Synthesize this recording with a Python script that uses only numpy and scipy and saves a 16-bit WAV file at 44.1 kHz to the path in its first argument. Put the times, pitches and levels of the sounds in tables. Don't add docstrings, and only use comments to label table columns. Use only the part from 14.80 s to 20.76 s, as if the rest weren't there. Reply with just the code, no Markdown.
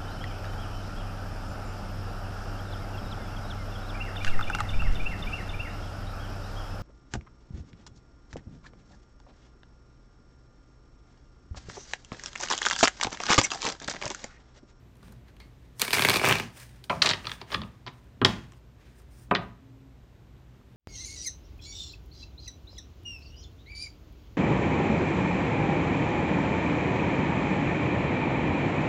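import sys
import numpy as np
from scipy import signal
from scipy.fft import rfft, irfft, next_fast_len
from scipy.io import wavfile
from scipy.ndimage import uniform_filter1d

SR = 44100
rng = np.random.default_rng(int(sys.argv[2]) if len(sys.argv) > 2 else 0)


def pcm_store(signal):
    levels = np.round(np.clip(np.atleast_2d(signal), -1, 1) * 32767)
    wavfile.write(sys.argv[1], SR, levels.astype(np.int16).T)


def linear_from_db(decibels):
    return 10 ** (np.asarray(decibels, float) / 20)


N = 262836


def rms_one(x):
    return x / np.sqrt(np.mean(x ** 2) + 1e-20)


def in_time(rows):
    s, *columns = np.transpose(rows)
    return [np.interp(np.arange(N) / SR, s, column) for column in columns]


def at_hz(points, hz):
    point_hz, value = np.transpose(points)
    return np.interp(np.log(hz), np.log(point_hz), value)


def drift(rate_hz):
    r = np.exp(-80 * np.pi * rate_hz / SR)
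    white = rng.standard_normal(N // 40 + 2002)
    slow = signal.lfilter([1], [1, -2 * r, r * r], white)[2000:]
    return np.interp(np.arange(N) / 40, np.arange(len(slow)), rms_one(slow))


def band(x, low, high):
    return signal.sosfilt(signal.butter(2, [low, high], "band", fs=SR, output="sos"), x)


def resonate(x, modes):
    out = 0
    for k, (hz, width, level_db) in enumerate(modes):
        r = np.exp(-np.pi * width / SR)
        b = (1 - r * r) / 2 * np.array([1, 0, -1])
        a = [1, -2 * r * np.cos(2 * np.pi * hz / SR), r * r]
        out = out + (-1) ** k * linear_from_db(level_db) * signal.lfilter(b, a, x)
    return out


def coloured(x, spectrum):
    size = next_fast_len(N)
    hz = np.maximum(np.arange(size // 2 + 1) * SR / size, 1)
    inside = (hz > spectrum[0][0]) & (hz < spectrum[-1][0])
    return rms_one(irfft(rfft(x, size) * linear_from_db(at_hz(spectrum, hz)) * inside, size)[:N])


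def gestures(rows, *rest_db):
    t, rows = np.arange(0, N + 32, 32) / SR, np.array(rows)
    late = t - rows[:, :1]
    rise_s, fall_s = np.abs(rows[:, 1:2]), np.abs(rows[:, 2:3])
    shape_db = -20 * np.where(late < 0, -late / rise_s, late / fall_s)
    power = linear_from_db(2 * rows[:, 3:].T) @ linear_from_db(2 * shape_db)
    power = power + linear_from_db(2 * np.array(rest_db))[:, None]
    return [np.interp(np.arange(N) / SR, t, np.sqrt(p)) for p in power]


# (frequency [Hz], level [dB per Hz])
HOUSE_AIR = [(21, -28), (35, -2.5), (91, -10), (124, -11), (217, -21), (254, -17), (393, -20.5), (434, -24),
             (904, -30.5), (1040, -31.5), (4000, -41), (5200, -79), (8800, -120)]
# (frequency [Hz], width [Hz], level [dB])
APPLIANCES = [(57.6, 3.8, -55), (121.5, 8.4, -57)]
# (time [s], level [dB])
FAR_PIPE = [
    (4.72, -91),
    (4.82, -54.5),
    (5.12, -55.5),
    (5.18, -90),
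]


def house():
    air = linear_from_db(-55.5 + 0.55 * drift(11.0)) * coloured(rng.standard_normal(N), HOUSE_AIR)
    hum = 0
    for hz, width, level_db in APPLIANCES:
        hum = hum + linear_from_db(level_db) * rms_one(resonate(rng.standard_normal(N), [(hz, width, 0)]))
    pipe_hz = 269
    pipe_db, = in_time(FAR_PIPE)
    return air + hum + linear_from_db(pipe_db) * np.sin(2 * np.pi * pipe_hz * np.arange(N) / SR)


# (frequency [Hz], width [Hz], level [dB])
TABLE_MODES = [(117, 37, -1), (175, 33, -2), (229, 40, -2.5), (320.5, 33, -0.5), (404, 68, 2.5),
               (506, 88, -5.5)]
# (frequency [Hz], width [Hz], level [dB])
STACK_BODY_MODES = [(570, 270, -1), (1143, 450, 1), (1670, 260, -9.5)]
# (frequency [Hz], width [Hz], level [dB])
STACK_EDGE_MODES = [(3157, 940, 5.5), (4470, 1300, 7), (5340, 1700, 0.5)]


def slaps(rows, t60, push_t60, rise_s, click, dull_hz, fizz_hz, trim_db, card, gloss_db=-30):
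    rows, t, out = np.array(rows), np.arange(3072) / SR, np.zeros(N + 3072)
    dying, push_dying = linear_from_db(-60 * t / t60), linear_from_db(-60 * t / push_t60)
    white = rng.standard_normal((len(rows), len(t))) * (1 - np.exp(-t / rise_s))
    white[:, 8] -= click
    fizz = band(band(white * dying, 5400, fizz_hz), 4300, 0.91 * fizz_hz)
    gloss = band(band(white * dying, 12300, 16500), 12000, 17000)
    fizz = fizz + linear_from_db(gloss_db) * gloss
    dull = signal.sosfilt(signal.butter(4, dull_hz, fs=SR, output="sos"), white)
    burst, push = dull * dying, dull * push_dying
    bend = 1 + 0.1 * rng.uniform(-1.1, 1, len(rows))
    ring = np.array([np.interp(t * b, t, r) for b, r in zip(bend, resonate(burst, card))])
    layers = [
        band(ring, 1100, 4200),
        band(resonate(push, TABLE_MODES), 58, 900),
        band(resonate(push, STACK_BODY_MODES), 360, 1700),
        band(band(resonate(burst, STACK_EDGE_MODES), 2700, 6200), 2400, 6600),
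        fizz]
    levels = rows[:, [1, 2, 2, 3, -1]]
    total = 0
    for k, layer in enumerate(layers):
        loudest = np.sqrt(uniform_filter1d(layer ** 2, size=132).max(axis=1, keepdims=True))
        total = total + layer / loudest * linear_from_db(levels[:, k:k + 1] + trim_db[k])
    lead_s = .0005
    for s, sound in zip(rows[:, 0] - lead_s, total):
        out[round(s * SR):][:len(t)] += sound
    return out[:N]


# (frequency [Hz], width [Hz], level [dB])
FLAT_CARD_MODES = [(1150, 400, -4.5), (1680, 390, 2.5), (2900, 1100, 1), (3600, 600, -5)]
# (time [s], card ring [dB], weight [dB], edge snap [dB], fizz [dB])
FINGERS = [(.1545, -64, -55, -66, -64), (.1686, -69, -64, -72, -62), (.2286, -64, -45, -58, -64),
           (.281, -60, -50, -62, -64), (.3229, -60, -50, -58, -53), (.482, -57, -60, -62, -69),
           (.5659, -55, -56, -62, -63), (.601, -50, -48, -48, -57), (.672, -68, -56, -72, -74),
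           (.8515, -64.5, -63, -68.5, -72), (1.8, -50, -58, -50, -46), (1.892, -56, -62.5, -60, -59),
           (1.96, -60, -64, -64, -61), (2.0405, -48, -55, -40, -49), (3.242, -72, -70, -74, -68),
           (1.703, -52, -58, -56, -70), (4.2, -64, -55, -70, -72), (4.2186, -62, -61, -70, -64),
           (5.4689, -67, -58, -74, -80), (5.745, -68, -58, -80, -85), (5.812, -70, -52, -80, -85)]


def handling():
    return slaps(FINGERS, t60=0.015, push_t60=0.025, rise_s=0.001, click=2.5, dull_hz=11990,
                 fizz_hz=15000, trim_db=[-5, -10, -8, -3, -4], card=FLAT_CARD_MODES)


# (delay [s], level [dB])
WALL_ECHOES = [
    (.0088, -15.5),
    (0.0163, -20),
]
# (frequency [Hz], time to fall 60 dB [s])
ROOM_DECAY = [(100, 0.36), (300, 0.32), (1000, 0.39), (3000, 0.35), (6000, 0.14), (12000, 0.06)]
# (frequency [Hz], level [dB])
ROOM_LEVEL = [(100, -3), (400, -5), (1000, -6), (2400, -13.5), (6000, -12.5), (12000, -15)]


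def bedroom(x):
    t, edges = np.arange(SR // 2) / SR, 70 * 2 ** np.arange(0, 8.1, .5)
    tail = np.zeros(len(t))
    onset = 1 - np.exp(-(t / 0.0029) ** 2)
    for low, high in zip(edges, edges[1:]):
        hz = np.sqrt(low * high)
        decay = at_hz(ROOM_DECAY, hz)
        unit_energy = np.sqrt(2 * np.log(1000) / decay / SR)
        dying = rng.standard_normal(len(t)) * linear_from_db(-60 * t / decay) * unit_energy
        tail += linear_from_db(at_hz(ROOM_LEVEL, hz)) * band(dying * onset, low, high)
    echoes = np.zeros(len(t))
    for s, level_db in WALL_ECHOES:
        echoes[round(s * SR)] = linear_from_db(level_db)
    return x + signal.fftconvolve(x, tail + band(echoes, 680, 5500))[:N]


# (peak time [s], 20 dB rise [s], 20 dB fall [s], rub [dB], fine hiss [dB])
STROKES = [(.262, .1, .17, -59, -66), (.486, .03, .05, -60, -75), (.612, .02, .12, -60, -69),
           (.85, .4, .4, -71, -80), (.99, .03, .02, -59, -55), (1.625, .05, .1, -44, -59),
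           (1.775, .05, .07, -47, -50), (1.812, .05, .12, -48, -51.5), (1.95, .2, .25, -62, -72),
           (2.47, .06, .2, -48, -59), (2.54, .14, .04, -44, -51), (2.612, .03, .05, -50, -66),
           (2.715, .025, .06, -46, -56), (2.742, .06, .05, -38, -53), (2.78, .05, .25, -54, -66),
           (3.14, .05, .33, -66, -74), (3.78, .35, .04, -66, -74), (4.014, .04, .4, -61.5, -77),
           (4.2, .12, .05, -70, -65), (4.325, .04, .1, -68, -65), (4.39, .1, .1, -65, -63),
           (4.435, .06, .04, -68, -65), (4.62, .04, .12, -58, -74), (5.758, .06, .05, -66, -86),
           (5.93, .3, .3, -74, -82), (2.045, .005, .06, -62, -57), (2.102, .003, .1, -40, -56),
           (3.07, .003, .06, -47, -76), (3.462, .008, .15, -34, -56), (1.035, .02, .09, -38, -42)]
# (frequency [Hz], level [dB per Hz])
RUB_SPECTRUM = [(300, -22.5), (450, -4), (874, -4.5), (1200, -5), (1700, 1), (7000, -14.5), (9100, -38.5),
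                (15400, -120)]
# (frequency [Hz], level [dB per Hz])
HISS_SPECTRUM = [(2940, -43.5), (5000, -0.5), (6530, -4.5), (7670, -3.5), (9190, 1.5), (11500, -14.5),
                 (14700, -9.5), (16000, -12)]


def sliding():
    rub, hiss = gestures(STROKES, -83.5, -92)
    sizes = linear_from_db(2 * np.minimum(rng.exponential(1, (2, N)), 4))
    grain = sizes * rng.standard_normal((2, N))
    grip = linear_from_db(1.3 * drift(40))
    sheen = linear_from_db(-8.0) * rms_one(band(band(grain[0], 12300, 16500), 12000, 17000))
    rubbing = coloured(grain[0], RUB_SPECTRUM) * rub * linear_from_db(-3.0)
    hissing = (coloured(grain[1], HISS_SPECTRUM) + sheen) * hiss * linear_from_db(-2.0)
    return grip * (rubbing + hissing)


# (peak time [s], 20 dB rise [s], 20 dB fall [s], level [dB])
PRESSES = [(.27, .1, .3, -48), (1.025, .02, .06, -45), (1.53, .1, .08, -34), (1.612, .02, .1, -32),
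           (2.13, .04, .2, -37), (2.175, .02, .1, -37), (2.3, .15, .22, -41), (2.36, .06, .1, -41),
           (2.49, .05, .05, -50), (2.6, .06, .08, -52), (2.77, .05, .2, -32.5), (3.46, .06, .2, -29.5),
           (3.53, .04, .08, -35), (3.62, .1, .3, -48), (4.56, .06, .15, -32), (4.63, .03, .15, -42),
           (5.2, .1, .1, -58), (5.48, .04, .05, -55), (5.78, .06, .06, -55)]
# (frequency [Hz], width [Hz], level [dB])
LEG_MODES = [(71.5, 56, -5.5)]


def hands():
    press, = gestures(PRESSES, -63)
    press = np.hypot(press, run_of_cards(-21, 0))
    shaking = rms_one(resonate(rng.standard_normal(N), LEG_MODES + TABLE_MODES[:3]))
    return shaking * press * linear_from_db(-4.0 + 1.4 * drift(22))


# (frequency [Hz], width [Hz], level [dB])
RING_TICK_MODES = [(2150, 140, 1), (4420, 300, -6.5)]


def ring_tick(t60):
    late = np.arange(N) / SR - .601
    buzz = rng.standard_normal(N) * linear_from_db(-60 * np.abs(late) / t60) * (late > 0)
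    return linear_from_db(-35) * resonate(buzz, RING_TICK_MODES)


# (frequency [Hz], width [Hz], level [dB])
BENT_CARD_MODES = [(1711, 190, -1.5), (2330, 140, 5.5), (2820, 240, -1), (3380, 390, -6)]
# (time [s], card ring [dB], weight [dB], edge snap [dB], fizz [dB])
FIRST_CARDS = [(0.9966, -43, -40.5, -32.5, -31.5), (1.0011, -39, -44, -36, -38.0),
               (1.014, -46, -48, -45, -38.0), (1.0176, -27, -30, -15.5, -19),
               (1.0221, -30, -24.5, -30, -33.0), (1.0262, -25.5, -35, -33, -39),
               (1.0496, -34.5, -39, -33, -34.5), (1.0797, -28.5, -32.5, -31.5, -40.0),
               (1.0828, -36.5, -32, -35.5, -42), (1.1069, -26.5, -30.5, -27.5, -34),
               (1.1151, -38.5, -52.5, -34, -36), (1.1296, -30.5, -44, -25.5, -35.0),
               (1.1325, -17.5, -22, -17, -27.5), (1.1414, -21.5, -30.5, -27, -28.5),
               (1.1492, -27.5, -32.5, -26.5, -32.5), (1.1713, -27.5, -23.5, -29, -34.5),
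               (1.1828, -19.0, -24, -31.5, -29.5), (1.1941, -19.5, -18.5, -24.5, -28.5),
               (1.2083, -22.0, -35, -30, -30), (1.2158, -27.5, -34, -33, -32.5),
               (1.2218, -20, -22.5, -19.5, -29.5), (1.2269, -19.5, -28.5, -26.5, -34.5),
               (1.2375, -27.5, -26.5, -31.5, -32.0), (1.2491, -11, -20, -25, -28.5),
               (1.2494, -18, -21.5, -26, -27.5), (1.2542, -21, -39.5, -29.5, -29.5),
               (1.2709, -28.5, -34.5, -36, -39), (1.2791, -37.5, -31.5, -38.5, -35.0),
               (1.287, -18.5, -15.5, -16.5, -27.0), (1.297, -17.5, -28, -17, -22.5),
               (1.3027, -18, -21.5, -21.5, -29.0), (1.3142, -30.5, -31.5, -25, -40),
               (1.3168, -32, -37, -27.5, -33.5), (1.3332, -24.5, -34.5, -32.5, -39),
               (1.3384, -25.5, -26.5, -26, -32), (1.3421, -29, -20, -21.5, -35.0),
               (1.3588, -22, -18.5, -21, -33.5), (1.3652, -33.5, -32, -35.5, -32.0),
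               (1.3697, -30, -26.5, -23, -31.5), (1.3961, -22, -30, -32, -39.5)]
# (time [s], card ring [dB], weight [dB], edge snap [dB], fizz [dB])
LAST_CARDS = [(1.415, -25.5, -20.5, -31, -39.5), (1.4311, -26, -32.5, -35.5, -43),
              (1.4387, -26.5, -16.5, -35, -40.0), (1.4448, -16.5, -17, -30, -34.5),
              (1.4463, -24.5, -26, -37, -39.0), (1.4519, -28, -35.5, -25, -26.5),
              (1.454, -21, -27, -40.5, -34), (1.4614, -20, -26.5, -38, -33), (1.4696, -23.5, -26, -31, -37),
              (1.4742, -32, -16.5, -29, -35), (1.4774, -22, -28, -27, -33), (1.4876, -21, -19, -36, -21),
              (1.4943, -17.5, -29.5, -34, -34), (1.4991, -23.5, -27, -28.5, -33),
              (1.5056, -27, -19, -30.0, -34.5), (1.5103, -14.5, -19.5, -33, -29.5),
              (1.5127, -25, -26, -29.5, -40.5), (1.5213, -16.5, -21, -31, -39.0),
              (1.5251, -17.5, -25, -16.5, -27.5), (1.5302, -33, -40.5, -33.5, -42.5),
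              (1.5367, -25.5, -40, -35.5, -40.5), (1.5548, -20, -26, -23, -32.5),
              (1.5852, -34, -44, -24.5, -40), (1.5987, -22.5, -26.5, -31.0, -35.5)]


def riffle():
    first = slaps(FIRST_CARDS, t60=0.015, push_t60=0.0059, rise_s=0.0003, click=8.0, dull_hz=17000,
                  fizz_hz=16600, trim_db=[-2.5, -8.0, -3.0, -1.5, 0.5], card=BENT_CARD_MODES)
    last = slaps(LAST_CARDS, t60=0.015, push_t60=0.011, rise_s=0.0003597, click=7.2, dull_hz=9000,
                 fizz_hz=10200, trim_db=[-3.0, -8.0, -3.5, -6.0, -1.5], card=BENT_CARD_MODES, gloss_db=-3.0)
    return first + last


# (time [s], level [dB])
CARD_RUN = [(1.0, -45), (1.125, -43), (1.151, -31), (1.363, -22.5), (1.407, -32), (1.457, -21.5),
            (1.507, -22), (1.56, -29), (1.61, -33), (1.72, -59.5)]


def run_of_cards(offset_db, db_per_s):
    t, (run_db,) = np.arange(N) / SR, in_time(CARD_RUN)
    since = t - CARD_RUN[0][0]
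    running = (since > 0) * (t < CARD_RUN[-1][0])
    return uniform_filter1d(linear_from_db(run_db + offset_db + db_per_s * since) * running, size=220)


# (time [s], 20 dB fall [s], flutter [dB], fine hiss [dB])
LOOSE_BURSTS = [
    (0.997, 0.48, -32.5, -40.5),
    (1.017, -0.01, -19.5, -23.5),
    (1.132, 0.0881, -16.5, -29),
    (2.099, -0.35, -45.5, -57.5),
    (2.2213, 0.1068, -20, -43),
    (2.261, 0.12, -26.5, -54),
    (2.289, 0.1362, -34.5, -58),
    (3.451, -0.0084, -14, -42),
    (3.466, 0.1238, -34, -57),
]


def flutter(per_s):
    rise_s = .002
    ticks, hiss = gestures([(s, rise_s, *rest) for s, *rest in LOOSE_BURSTS], -120, -120)
    ticks = np.hypot(ticks, run_of_cards(0, 0))
    hiss = np.hypot(hiss, run_of_cards(-5.5, -20))
    sizes = linear_from_db(2.5 * np.minimum(rng.exponential(1, N), 4)) * rng.choice([-1, 1], N)
    clicks = sizes * (rng.random(N) < per_s / SR) + 1e-18
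    bent = np.arange(N) < 1.6 * SR
    ringing = resonate(clicks * bent, BENT_CARD_MODES)
    ringing = ringing + linear_from_db(-3.0) * resonate(clicks * ~bent, FLAT_CARD_MODES)
    ringing = ringing + linear_from_db(-8.5) * band(clicks, 3000, 7500)
    ringing = ringing + linear_from_db(-3.5) * resonate(clicks, STACK_BODY_MODES)
    air = coloured(rng.standard_normal(N) + 0.27 * rms_one(clicks), HISS_SPECTRUM)
    air += linear_from_db(-5.0) * rms_one(band(rng.standard_normal(N), 5500, 21000))
    return rms_one(band(ringing, 270, 7100)) * ticks * linear_from_db(-7.0) + air * hiss * linear_from_db(-3.5)


# (frequency [Hz], level [dB])
LEFT_SPOT = [(183, -34.5), (410, -40), (560, -31.5), (700, -28.5), (926, -26.5), (1050, -22), (1285, -24),
             (1785, -29.5), (2390, -22.5)]
# (frequency [Hz], level [dB])
MIDDLE_SPOT = [(124, -32.5), (180, -30), (235, -28), (280, -26), (320, -26), (400, -27), (560, -31.5),
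               (830, -33), (1085, -24), (1292, -24.5), (1800, -25.5)]
# (frequency [Hz], level [dB])
RIGHT_SPOT = [(185, -26.5), (235, -27.5), (400, -30), (600, -27.5), (720, -21), (830, -27), (1040, -24),
              (1240, -21.5), (1790, -19.5), (2380, -14)]
# (time [s], level [dB], contact length [s], spot [0 left, 1 middle, 2 right])
TOP_CONTACTS = [(2.095, -6, 0.0066, 0), (2.103, 2.5, 0.002, 0), (2.11, 1.5, 0.003, 0),
                (2.127, -3.5, 0.0028, 0), (3.4154, -0.5, 0.0023, 1), (3.424, -5.5, 0.0029, 1),
                (3.449, -2, .002, 1), (3.465, -9.5, 0.0034, 1), (4.511, 1, 0.002, 2),
                (4.516, -7, 0.0026, 2), (4.537, -12, 0.0028, 2)]


def table_top():
    out, t = np.zeros(N + SR), np.arange(SR // 2) / SR
    cycles = 30
    for s, level_db, length, spot in TOP_CONTACTS:
        modes = [LEFT_SPOT, MIDDLE_SPOT, RIGHT_SPOT][round(spot)]
        hz, db = np.repeat(modes, 2, axis=0).T[:, :, None]
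        strength, phase, split = rng.standard_normal((3, len(hz), 1))
        hz = hz * (1 + .05 * split)
        ring = linear_from_db(db + 2 * strength - 60 * t * hz / cycles) * np.sin(2 * np.pi * hz * t + phase)
        onset = 1 - np.exp(-(t / length * 2) ** 2)
        out[round(s * SR):][:len(t)] += linear_from_db(level_db - 2.0) * ring.sum(axis=0) * onset
    return out[:N]


# (time [s], card ring [dB], weight [dB], edge snap [dB], fizz [dB])
CORNER_KNOCKS = [
    (2.0973, -24.5, -26.5, -26, -42.5),
    (3.4156, -24, -26.5, -31, -47.5),
    (4.5108, -30, -25.5, -37, -45.5),
    (4.5127, -30, -21, -38, -50),
]


def knocks():
    return slaps(CORNER_KNOCKS, t60=0.014, push_t60=0.069, rise_s=0.0019, click=1.7, dull_hz=4170,
                 fizz_hz=11000, trim_db=[-3.0, -4.0, 0.5, -9.0, -11.5], card=FLAT_CARD_MODES)


# (time [s], card ring [dB], weight [dB], edge snap [dB], fizz [dB])
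PUSHED_CARDS = [(2.219, -20.5, -33, -18, -44), (2.2207, -22, -30, -11.5, -38),
                (2.2222, -34, -30.5, -13.5, -36), (2.2252, -20, -33, -26, -29),
                (2.2467, -34, -24.5, -37, -50), (2.2562, -28, -29, -29, -48),
                (2.2604, -22, -37, -17.5, -20), (2.2637, -19, -28.5, -21.5, -42.0),
                (2.271, -24, -27.5, -21, -43), (2.2908, -30, -30, -17.5, -25), (2.2973, -23, -32, -24, -44),
                (2.3025, -42, -45, -21.5, -38), (2.3052, -31, -25.5, -24, -28),
                (2.3116, -21.5, -29.5, -20, -37), (2.3199, -30, -35, -36, -39.0),
                (2.3345, -23.5, -35, -27, -55), (2.4452, -40, -42, -49, -66.0), (2.454, -36, -41, -38, -68),
                (2.4697, -28.5, -31, -25, -64), (2.4955, -32.5, -49, -41, -50),
                (2.5167, -29, -41, -33, -42), (2.6151, -37, -36, -37, -62), (2.704, -41, -42, -56, -64.0),
                (2.7184, -35, -36, -34, -66), (2.7245, -46, -42, -35, -62), (2.7283, -38, -30.5, -48, -60),
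                (2.7425, -31, -47, -33.5, -58), (2.7454, -22.5, -26, -27, -60),
                (2.8176, -40, -37, -36, -66), (2.8355, -41.5, -47, -61.5, -78),
                (3.0648, -43, -38, -41, -74.5), (3.0715, -44.5, -38.5, -46, -77.5),
                (3.0765, -38, -42, -47, -77.5), (3.0797, -38, -38, -42.5, -74.5),
                (2.1005, -33.5, -34.5, -32.5, -58)]


def squaring():
    return slaps(PUSHED_CARDS, t60=0.016, push_t60=0.031, rise_s=0.00048, click=5.5, dull_hz=6600,
                 fizz_hz=8603, trim_db=[0.0, -7.5, -2.5, -0.5, -5.0], card=FLAT_CARD_MODES)


# (time [s], card ring [dB], weight [dB], edge snap [dB], fizz [dB])
FLUSH_CARDS = [(3.4483, -13, -21.5, -4.5, -27.5), (3.4515, -13, -17, -17, -29),
               (3.4605, -28, -25.5, -28, -31.5), (3.7212, -52.5, -54, -61, -53.5),
               (3.7353, -55.5, -57.5, -63, -66), (4.55, -29, -33, -20, -55), (4.552, -17, -32, -27, -50),
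               (4.5584, -20, -36, -36, -60), (4.561, -23, -32, -32, -61), (4.567, -29, -35, -30, -62)]


def settling():
    return slaps(FLUSH_CARDS, t60=0.013, push_t60=0.028, rise_s=0.00023, click=6.0, dull_hz=5130,
                 fizz_hz=8600, trim_db=[-2.5, -7.5, -2.5, -5.0, -2.0], card=FLAT_CARD_MODES)


# (peak time [s], 20 dB rise [s], 20 dB fall [s], level [dB])
THUMB_CREAKS = [(4.075, .02, .06, -67), (4.15, .04, .03, -71), (4.18, .02, .03, -70), (4.33, .03, .03, -73)]
# (frequency [Hz], width [Hz], level [dB])
CREAK_MODES = [(1620, 150, 0), (2500, 300, -7)]


def creak():
    gain, = gestures(THUMB_CREAKS, -120)
    return gain * rms_one(resonate(rng.standard_normal(N) ** 3, CREAK_MODES))


def scene():
    cards = handling() + riffle() + knocks() + squaring() + settling()
    close = sliding() + hands() + ring_tick(t60=0.23) + flutter(per_s=2300) + creak()
    return (bedroom(cards + table_top()) + close + house())[None]


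def band_limit(x):
    return signal.sosfilt(signal.butter(12, 16100, fs=SR, output="sos"), x)


# (frequency [Hz], level [dB per Hz])
CAPSULE_HISS = [(2350, -34), (4000, -5.5), (4340, -2.5), (7390, -6.5), (10600, -21.5), (13300, -7),
                (15000, -15), (16200, -20.5)]


def record(dry):
    hiss = linear_from_db(-77.96) * coloured(rng.standard_normal(N), CAPSULE_HISS)
    headroom = linear_from_db(4.5)
    rounded = headroom * np.tanh(dry / headroom) + hiss
    low_cut = signal.sosfilt(signal.butter(4, 47, "high", fs=SR, output="sos"), rounded)
    mix = signal.sosfilt(signal.cheby2(12, 70, 17000, fs=SR, output="sos"), low_cut)
    return band_limit(mix)


dry = scene()
out = record(dry)
pcm_store(out)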